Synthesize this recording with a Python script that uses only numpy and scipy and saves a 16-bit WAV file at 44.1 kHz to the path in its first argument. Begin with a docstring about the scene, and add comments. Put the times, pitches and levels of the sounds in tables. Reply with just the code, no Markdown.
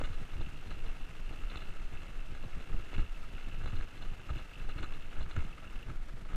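"""Bicycle coasting over cobblestones

A small camera strapped to the rider hears the stones shake its mount (low noise) and jolt the frame
(short dying swings). Loose parts chatter and rattle in bursts: clicks that ring the frame's resonances.
The freewheel's clicks ring the hub; they slow and stop when the rider pedals again.
Tyres and street hiss underneath as coloured noise."""
import sys
import numpy as np
from scipy import signal
from scipy.fft import rfft, irfft
from scipy.io import wavfile
from scipy.ndimage import uniform_filter1d

SR = 44100
rng = np.random.default_rng(int(sys.argv[2]) if len(sys.argv) > 2 else 0)


def dump(signal):
    """Clip the signal to [-1, 1] and save it as 16-bit WAV at the path in sys.argv[1]."""
    limited = np.clip(np.atleast_2d(signal).T, -1, 1)
    pcm = np.round(limited * 32767).astype(np.int16)
    wavfile.write(sys.argv[1], SR, pcm)


N = 280464
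T = np.arange(N) / SR  # time of every sample [s]

# a wheel meets a high stone: (time [s], level before build-up and decay [dB], base rate of the swing [Hz])
JOLT_EVENTS = [(0.046, -40, 60), (0.098, -33.5, 104), (0.212, -37, 130), (0.356, -35, 68),
               (0.393, -46, 73.5), (0.434, -37, 74.4), (0.468, -38, 112), (0.66, -40, 108),
               (0.702, -45, 103), (1.302, -41, 117), (1.55, -37.5, 63.3), (1.93, -40.5, 101),
               (2.3, -37.5, 70), (2.334, -46, 70), (2.447, -38.5, 155), (2.57, -36.5, 83.6),
               (2.738, -34.5, 100), (2.96, -32.5, 61), (2.981, -22.5, 91.4), (3.009, -34, 81),
               (3.178, -50, 85.5), (3.345, -46, 72), (3.45, -55, 90), (3.6, -37, 99), (3.651, -47, 71),
               (3.729, -28.5, 97), (3.8, -38.5, 82.5), (3.95, -52, 84.5), (4.115, -40.5, 93),
               (4.303, -28, 71), (4.359, -45, 66), (4.593, -41, 136), (4.756, -37, 81),
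               (4.797, -31.5, 73.3), (5.182, -32, 65), (5.203, -33, 59.6), (5.235, -47, 76),
               (5.373, -22, 89.4), (5.447, -35.5, 158), (5.893, -37.5, 96), (6.005, -52, 84),
               (6.135, -38, 132)]
# bursts of rattling: (time [s], level [dB], length before a stretch of 1.3 [s],
# dull part against that level [dB], bright part against that level [dB])
RATTLE_BURSTS = [(0.013, -44, 0.004, 10.5, -5), (0.037, -47, 0.014, -4, -3), (0.053, -46, 0.004, -8, -3),
                 (0.088, -55, 0.008, -12, -20), (0.103, -57, 0.005, -2, -12),
                 (0.125, -52.5, 0.024, -16, -5.5), (0.332, -46.5, 0.0064, -7, -12),
                 (0.406, -56, 0.018, 10, 1), (0.67, -65, 0.012, 6, 6), (0.704, -48, 0.019, -2, -5.5),
                 (0.848, -66.5, 0.02, 16.5, 1), (0.86, -52, 0.0088, -8, -1), (0.889, -48.5, 0.0054, 1, -27),
                 (1.004, -66, 0.012, 15, 0), (1.256, -66, 0.003, -8, 8), (1.308, -54, 0.0093, 4, -14),
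                 (1.323, -60, 0.015, 12.5, 0), (1.354, -71, 0.011, -5, -8), (1.386, -71, 0.0067, -5, 5),
                 (1.497, -53.5, 0.013, -9, 1.5), (1.511, -48, 0.0063, -9, -6),
                 (1.52, -43.5, 0.0033, 0, -13), (1.533, -47, 0.016, -13, -21),
                 (1.555, -39.5, 0.0054, -4, -9), (1.569, -49, 0.0094, -4, 1.5), (1.601, -54, 0.01, -11, 1),
                 (1.617, -47.5, .009, -7, -5.5), (1.951, -50, 0.0082, -10, -28),
                 (2.017, -55, 0.01, -15, -6), (2.347, -53, 0.013, -12, -7), (2.436, -60, 0.018, 12, -2),
                 (2.603, -56, .01, 5.5, -5), (2.728, -46, 0.0072, -12, -20), (2.741, -57, 0.011, 8.5, -18),
                 (2.931, -41.5, 0.0019, 1, -23), (2.937, -45.5, 0.014, -14, -7),
                 (2.946, -41, 0.0025, -13, -5), (2.979, -41, 0.004, -3, -9),
                 (2.987, -41.5, 0.0067, -3, -17), (2.999, -53, .006, -6, 3), (3.02, -49, .012, -6, -12),
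                 (3.227, -54, 0.022, -15, -25), (3.38, -44, 0.0072, -22, -15),
                 (3.396, -70, 0.0044, -15, -18), (3.478, -59, 0.0095, 8, -3),
                 (3.612, -44.5, 0.0071, -14, -36), (3.636, -54, .012, -6, -8),
                 (3.656, -50.5, 0.012, 6, -2.5), (3.673, -49.5, 0.014, 2, -5), (3.705, -49, 0.0027, 0, -7),
                 (3.729, -47, .009, -6, -25), (3.756, -53.5, 0.016, -29, -1), (3.799, -49, 0.005, -12, -20),
                 (3.8088, -41.5, 0.0019, -1, -10.5), (3.975, -58, 0.0066, -4, 4),
                 (4.011, -56, 0.0075, 3.5, -3), (4.019, -55, 0.013, 2, 2.5), (4.046, -68, 0.0043, -1, -5),
                 (4.131, -50.5, 0.01, 2, -15), (4.193, -51, 0.0095, -16, -24),
                 (4.288, -42.5, .006, -6, -18), (4.298, -44, 0.011, -2.5, -11.5),
                 (4.355, -52, 0.0097, -9, -3), (4.375, -46.5, 0.014, -12, -7.5), (4.39, -50, 0.013, 0, -14),
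                 (4.408, -54, 0.0068, -2, -11), (4.503, -70, .005, -8, -14), (4.54, -73, .005, -13, -14),
                 (4.599, -54, 0.02, -4, -18), (4.638, -50, .016, -10, -14), (4.685, -56, 0.012, 6.5, 2),
                 (4.691, -49.5, 0.018, -6, -12), (4.708, -65, .012, -12, 5), (4.767, -47, .01, -4, -16),
                 (4.78, -46, 0.014, -3, -9), (4.792, -56, 0.0098, -6, 1), (4.824, -43, 0.013, -4, -6),
                 (4.835, -45.5, .016, -5, -7), (4.922, -51, 0.008, 1, -14), (4.937, -53, 0.019, -6, -3),
                 (5.067, -65, 0.0053, -8, -14), (5.126, -50, 0.0086, -10, -15),
                 (5.167, -50.5, 0.023, -11, -33), (5.205, -53, 0.011, 7, -1), (5.224, -59, 0.011, -9, 4),
                 (5.261, -45, 0.0035, -12, -22), (5.279, -52, .018, -19, -25),
                 (5.308, -48.5, 0.0089, 0, -2), (5.3646, -35.5, 0.0018, 0.5, -20),
                 (5.37, -48, 0.011, -8, -21), (5.384, -50, 0.003, -5, -20), (5.409, -60, 0.012, -15, -20),
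                 (5.428, -67, 0.006, -10, 0), (5.49, -48, 0.0053, -2, -19), (5.578, -45, 0.0069, -19, -17),
                 (5.623, -53.5, 0.027, -4, -16), (5.731, -66, 0.021, -7, -20),
                 (5.871, -54, 0.0061, -5, -15), (5.884, -49, 0.0044, 4, -16), (5.895, -46, 0.013, -9, -25),
                 (5.955, -60, 0.008, -10, -8), (5.974, -57, 0.003, 6, -10), (6.03, -66, 0.003, -10, 5),
                 (6.17, -58, 0.01, 3, -10), (6.091, -52, 0.0085, 0, -27), (6.249, -49, 0.008, -6, -22),
                 (6.256, -55, 0.005, 9, -22), (6.311, -53, .015, -12, -25), (6.288, -46, 0.0054, -16, -18),
                 (6.331, -47.5, 0.008, -1, -20), (6.345, -46, 0.005, -3, -10)]
# what the knocked frame and mount ring with, in dull, main, hard, bright and thin groups:
# (pitch [Hz], width of one filter pass [Hz], relative level [dB])
FRAME_MODES = [
    [(329, 254, 4.5), (464, 125, -3), (564.6, 297, 2), (746, 363, -3.5)],
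    [(1315, 266, 2.5), (1463, 230, -1.5), (1608, 117, -5)],
    [(2191, 400, 4), (2528, 640, 3)],
    [(2847, 110, 4), (3534, 360, 2.5), (4006, 130, 0.5), (4130, 170, -0.5)],
    [(6360, 450, 0.5), (7250, 790, 1), (8230, 1040, -2.5)],
]


def amp(db):
    """Turn decibels into a plain factor."""
    return 10 ** (np.asarray(db) / 20)


def evened(x):
    """Scale a signal to an average (RMS) size of one."""
    return x / np.sqrt(np.mean(x ** 2) + 1e-20)


def curve(table, index):
    """Draw straight lines through one column of a table, sample by sample."""
    rows = np.array(table)
    return np.interp(T, rows[:, 0], rows[:, index])


def noise(spectrum):
    """Steady noise of unit size, coloured by a table of pitch and level."""
    f, db = np.transpose(spectrum)
    hz = np.fft.rfftfreq(N, 1 / SR)
    colour = amp(np.interp(np.log(hz + 1), np.log(f + 1), db))
    return evened(irfft(rfft(rng.standard_normal(N)) * colour, N))


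def flicker(seconds):
    """Random wandering of unit size: noise averaged twice over the given time."""
    width = int(seconds * SR)
    return evened(uniform_filter1d(uniform_filter1d(rng.standard_normal(N), width), width))


def ring(clicks, modes):
    """Every click swells and dies in each resonance; filtering twice keeps the gaps between them dark."""
    out = np.zeros(N)
    for hz, width, db in modes:
        b, a = signal.iirpeak(hz, hz / width, SR)
        once = signal.lfilter(b, a, clicks)
        twice = signal.lfilter(b, a, once)
        out += amp(db) * twice * np.sqrt(SR / width)
    return out


def settling(table, db, seconds):
    """A level that jumps at each event of a table and dies away."""
    rows = np.array(table)
    jumps = np.bincount((rows[:, 0] * SR).astype(int), amp(rows[:, 1] + db), N)
    return signal.lfilter([1], [1, -np.exp(-1 / (seconds * SR))], jumps)


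def shaking():
    """The microphone sways with the body and picks up a lumpy rumble through its mount."""
    # colour of the body's sway: (pitch [Hz], relative level per Hz [dB])
    sway_colour = [(3, -40), (6, -3), (14, 0), (24, -5), (32, -14), (44, -34), (70, -70), (200, -130)]
    # strength of the sway before its flicker: (time [s], level [dB])
    sway_db = [(0.0, -32), (0.23, -30), (0.28, -51), (0.34, -27), (0.6, -40.5), (0.92, -28), (0.96, -48),
               (1.03, -32), (1.08, -50), (1.27, -31), (1.4, -37), (1.47, -29), (1.5, -38.5), (1.7, -34.5),
               (1.73, -43), (1.81, -26.5), (1.91, -38), (1.96, -33), (2.09, -45), (2.16, -33), (2.37, -36),
               (2.55, -30.5), (2.67, -44), (2.74, -22.5), (2.89, -41), (3.01, -22.5), (3.06, -38.5),
               (3.7, -33), (3.74, -35), (3.79, -24.5), (3.9, -47), (4.07, -28), (4.22, -50.5),
               (4.34, -33.5), (4.52, -52), (4.66, -28), (4.76, -41), (4.82, -32.5), (5.14, -36),
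               (5.19, -26), (5.28, -37), (5.45, -23), (5.54, -50.5), (5.76, -33), (5.81, -44.5),
               (5.97, -34), (6.32, -38), (6.36, -27)]
    # how hard the stones shake the mount, before flicker and jolts: (time [s], level [dB])
    road_db = [(0.0, -39.5), (0.19, -55), (0.21, -49), (0.28, -57.5), (0.41, -42), (0.55, -53.5),
               (0.64, -56), (0.67, -44), (0.76, -51.5), (1.22, -54), (1.24, -60), (1.31, -48.5),
               (1.43, -54.5), (1.52, -47.5), (1.91, -55), (1.93, -48.5), (2.23, -54.5), (2.32, -47),
               (2.43, -55), (2.46, -44), (2.5, -58), (2.58, -44), (2.62, -55.5), (2.74, -42), (2.85, -53),
               (2.92, -54.5), (2.99, -36), (3.12, -63.5), (3.21, -48.5), (3.22, -53.5), (3.35, -44.5),
               (3.42, -72), (3.47, -44), (3.51, -54.5), (3.75, -40), (3.91, -55), (3.95, -49.5),
               (4.27, -52.5), (4.32, -42), (4.46, -53), (4.55, -58), (4.6, -47), (4.71, -49), (4.8, -41.5),
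               (4.92, -54.5), (4.96, -49), (5.01, -54), (5.05, -47), (5.12, -58), (5.21, -43), (5.31, -53),
               (5.38, -36.5), (5.42, -49), (5.58, -51), (5.86, -52), (5.91, -44), (5.99, -57), (6.0, -53.5),
               (6.31, -50.5), (6.36, -39.5)]
    # colour of the rumble: (pitch [Hz], relative level per Hz [dB])
    rumble_colour = [(20, -38), (35, -0.5), (60, -7), (140, -13), (220, -21.5), (400, -25), (900, -66),
                     (3000, -110)]

    sway = noise(sway_colour)
    # smooth out the noise's own swells, so that its size follows the level table
    power = uniform_filter1d(uniform_filter1d(sway ** 2, 3000), 3000)
    sway = sway / np.sqrt(power + .1)
    sway_level = amp(curve(sway_db, index=1) + 2.0 * flicker(0.029))

    # the rumble swells after each jolt and settles
    rumble_level = amp(curve(road_db, index=1)) + settling(JOLT_EVENTS, db=-22.5, seconds=0.013)
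    lumps = amp(2.5 * np.minimum(flicker(0.016), 2))
    return sway_level * sway + rumble_level * lumps * noise(rumble_colour)


def chatter():
    """Countless small knocks in clumps, a few much larger; each strikes the groups of modes unevenly."""
    # how hard loose parts chatter, before flicker and bursts: (time [s], level [dB])
    chatter_db = [(0.0, -53), (0.12, -59), (1.31, -61), (1.72, -58), (2.43, -58.5), (2.8, -60), (3.26, -62),
                  (3.56, -58.5), (4.27, -59.5), (4.41, -61.5), (4.66, -63), (4.78, -58), (5.15, -59),
                  (5.33, -56.5), (6.02, -63), (6.36, -62.5)]
    # share of each group of frame modes, dull to thin: one level each [dB]
    parts_db = (-6.5, -6, -8, -16.5, -22)

    knocks_per_s = 800 * amp(3.5 * flicker(0.0074))
    sizes = amp(2.06 * np.minimum(rng.exponential(1, N), 5))
    knocks = sizes * (rng.random(N) < knocks_per_s / SR)
    out = np.zeros(N)
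    for db, modes in zip(parts_db, FRAME_MODES):
        out += amp(db) * evened(ring(knocks * rng.standard_normal(N), modes))
    # the chatter swells around each burst
    swell = uniform_filter1d(settling(RATTLE_BURSTS, db=-14.5, seconds=0.023), int(0.02 * SR))
    level = amp(curve(chatter_db, index=1)) + swell
    return level * amp(1.5 * flicker(0.037)) * out


def hiss():
    """Tyres on damp stone and the open street: coloured noise, flickering fast and faintly."""
    # colour of tyres and street: (pitch [Hz], relative level per Hz [dB])
    hiss_colour = [(90, -42), (150, -2), (325, -6), (780, -9.5), (1100, -12.5), (1280, -7), (2340, -13),
                   (3120, -15), (4700, -22), (8500, -28), (12700, -34.5), (14100, -39), (15200, -41)]
    # strength of the hiss before a fixed lift and its flicker: (time [s], level [dB])
    hiss_db = [(0.0, -69), (0.96, -69), (1.68, -69), (1.86, -69.5), (5.3, -70), (6.15, -71), (6.36, -71.5)]
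    lift_db = 12.0
    return amp(curve(hiss_db, index=1) + lift_db + 1.5 * flicker(0.0065)) * noise(hiss_colour)


def freewheel():
    """Two pawls snap over the ratchet teeth and shiver, ringing the hub; pedalling locks them."""
    # the coasting freewheel: (time [s], teeth passing each pawl a second [1/s], level [dB])
    coasting = [(0, 57, -71), (.45, 64, -62), (.7, 59, -61), (.85, 65, -64), (1.0, 58, -59), (1.2, 62, -64),
                (1.5, 65, -60.5), (1.85, 58, -66), (2.1, 66, -62), (2.3, 58, -63.5), (2.6, 66, -63.5),
                (2.85, 66, -62.5), (3.1, 59, -60), (3.3, 65, -63), (3.55, 60, -64.5), (3.8, 66, -62.5),
                (4.1, 60, -64.5), (4.3, 60, -61.5), (4.55, 50, -61), (4.8, 48, -62), (4.95, 72, -58),
                (5.1, 53, -61.5), (5.25, 42, -67), (5.4, 42, -63), (5.55, 40, -64), (5.7, 41, -59),
                (5.77, 28, -58.5), (5.83, 20, -61)]
    # what the hub rings with: (pitch [Hz], width of one filter pass [Hz], relative level [dB])
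    hub_modes = [(2690, 140, 5.5), (2790, 120, 6), (2905, 125, 2.5), (3230, 840, -10), (13700, 450, -23),
                 (14050, 450, -21)]

    teeth = np.cumsum(curve(coasting, index=1)) / SR
    # a pawl snaps at each whole tooth, a little early or late; the second lags by a quarter tooth
    first = np.diff(np.floor(teeth + .08 * flicker(.01)), prepend=0) > 0
    second = np.diff(np.floor(teeth - .25 + .07 * flicker(.01)), prepend=0) > 0
    unlocked = T < coasting[-1][0]
    snaps = (first + 0.35 * second) * unlocked * amp(3.0 * flicker(0.025))

    t = np.arange(600) / SR
    shiver = np.exp(-t / 0.003) * rng.standard_normal(len(t)) * 0.12
    shiver[0] = 1  # the snap itself
    snaps = signal.oaconvolve(snaps, shiver)[:N]

    hub = np.zeros(N)
    for mode in hub_modes:
        uneven = amp(2.8 * np.clip(flicker(0.0064), -2, 1.5))
        hub += ring(snaps * uneven, [mode])
    return amp(curve(coasting, index=2)) * evened(hub)


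def rattles():
    """Each burst is a firm knock and uneven rebounds; every blow strikes each group of modes its own way."""
    rebounds = 36  # blows in a burst, the firm knock included
    peak, edge_db = 0.25, 25  # peak as a share of the burst; loss by squared distance from it [dB]
    knock_s = 0.0021  # the shorter a burst against this, the more it is one firm knock [s]
    s, db, length, dull_db, bright_db = np.transpose(RATTLE_BURSTS)[:, :, None]
    # the hard and thin groups follow the bright part in proportion
    hard_db = -7.5 + 0.24 * bright_db
    thin_db = -14.5 + bright_db
    parts_db = dull_db, 0, hard_db, bright_db, thin_db

    when = rng.random((len(s), rebounds))  # place within the burst, 0 to 1
    when[:, 0] = peak  # the firm knock
    at = np.minimum(((s + 1.3 * length * when) * SR).astype(int), N - 1)
    fade_db = edge_db * (when - peak) ** 2
    out = np.zeros(N)
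    for part_db, modes in zip(parts_db, FRAME_MODES):
        size = (2 * rng.random(when.shape) - 1) ** 3  # cubed: many small blows, few large
        size = 0.29 * size / np.sqrt(np.mean(size ** 2, axis=1, keepdims=True)) / (1 + knock_s / length)
        size[:, :1] = knock_s / length * amp(rng.uniform(-2, 1.5, s.shape))
        # longer bursts get stronger blows, as the same number is spread over more time
        blow = size * amp(db + part_db - fade_db) * np.sqrt(length * SR / rebounds * 6)
        clicks = np.bincount(at.ravel(), blow.ravel(), N)
        out += ring(clicks, modes) / np.sqrt(len(modes))
    return out


def jolts():
    """A quick pull, then a slower push back: a short dying swing that sags in pitch."""
    swing_cycles = 2.15  # cycles of the base rate until a jolt has lost 9 dB
    out, t = np.zeros(N + SR), np.arange(SR // 4) / SR
    for s, db, hz in JOLT_EVENTS:
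        # the pitch sags from 1.747 to 0.747 times the base rate
        turns = hz * (0.747 * t + 0.0064 * (1 - np.exp(-t / 0.0064)))
        build_up = (1 - np.exp(-t / 0.0017)) ** 2
        swing = -np.sin(2 * np.pi * turns) * amp(db - 9 * t * hz / swing_cycles) * build_up
        out[round(s * SR):][:len(t)] += swing
    return out[:N]


def scene():
    """Shaking and jolts reach the microphone through a mount of limited travel; the rest through the air."""
    travel = .11  # the mount gives only so far: largest swing, full scale 1
    mount = travel * np.tanh((shaking() + jolts()) / travel)
    return (mount + rattles() + chatter() + freewheel() + hiss())[None]


def record(dry):
    """The band limit of the camera: a steep filter removes the highest treble."""
    edge_hz = 15250
    lowpass = signal.firwin(511, edge_hz, window=("kaiser", 9), fs=SR)
    return signal.oaconvolve(dry, lowpass[None], "same")


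dry = scene()
out = record(dry)
dump(out)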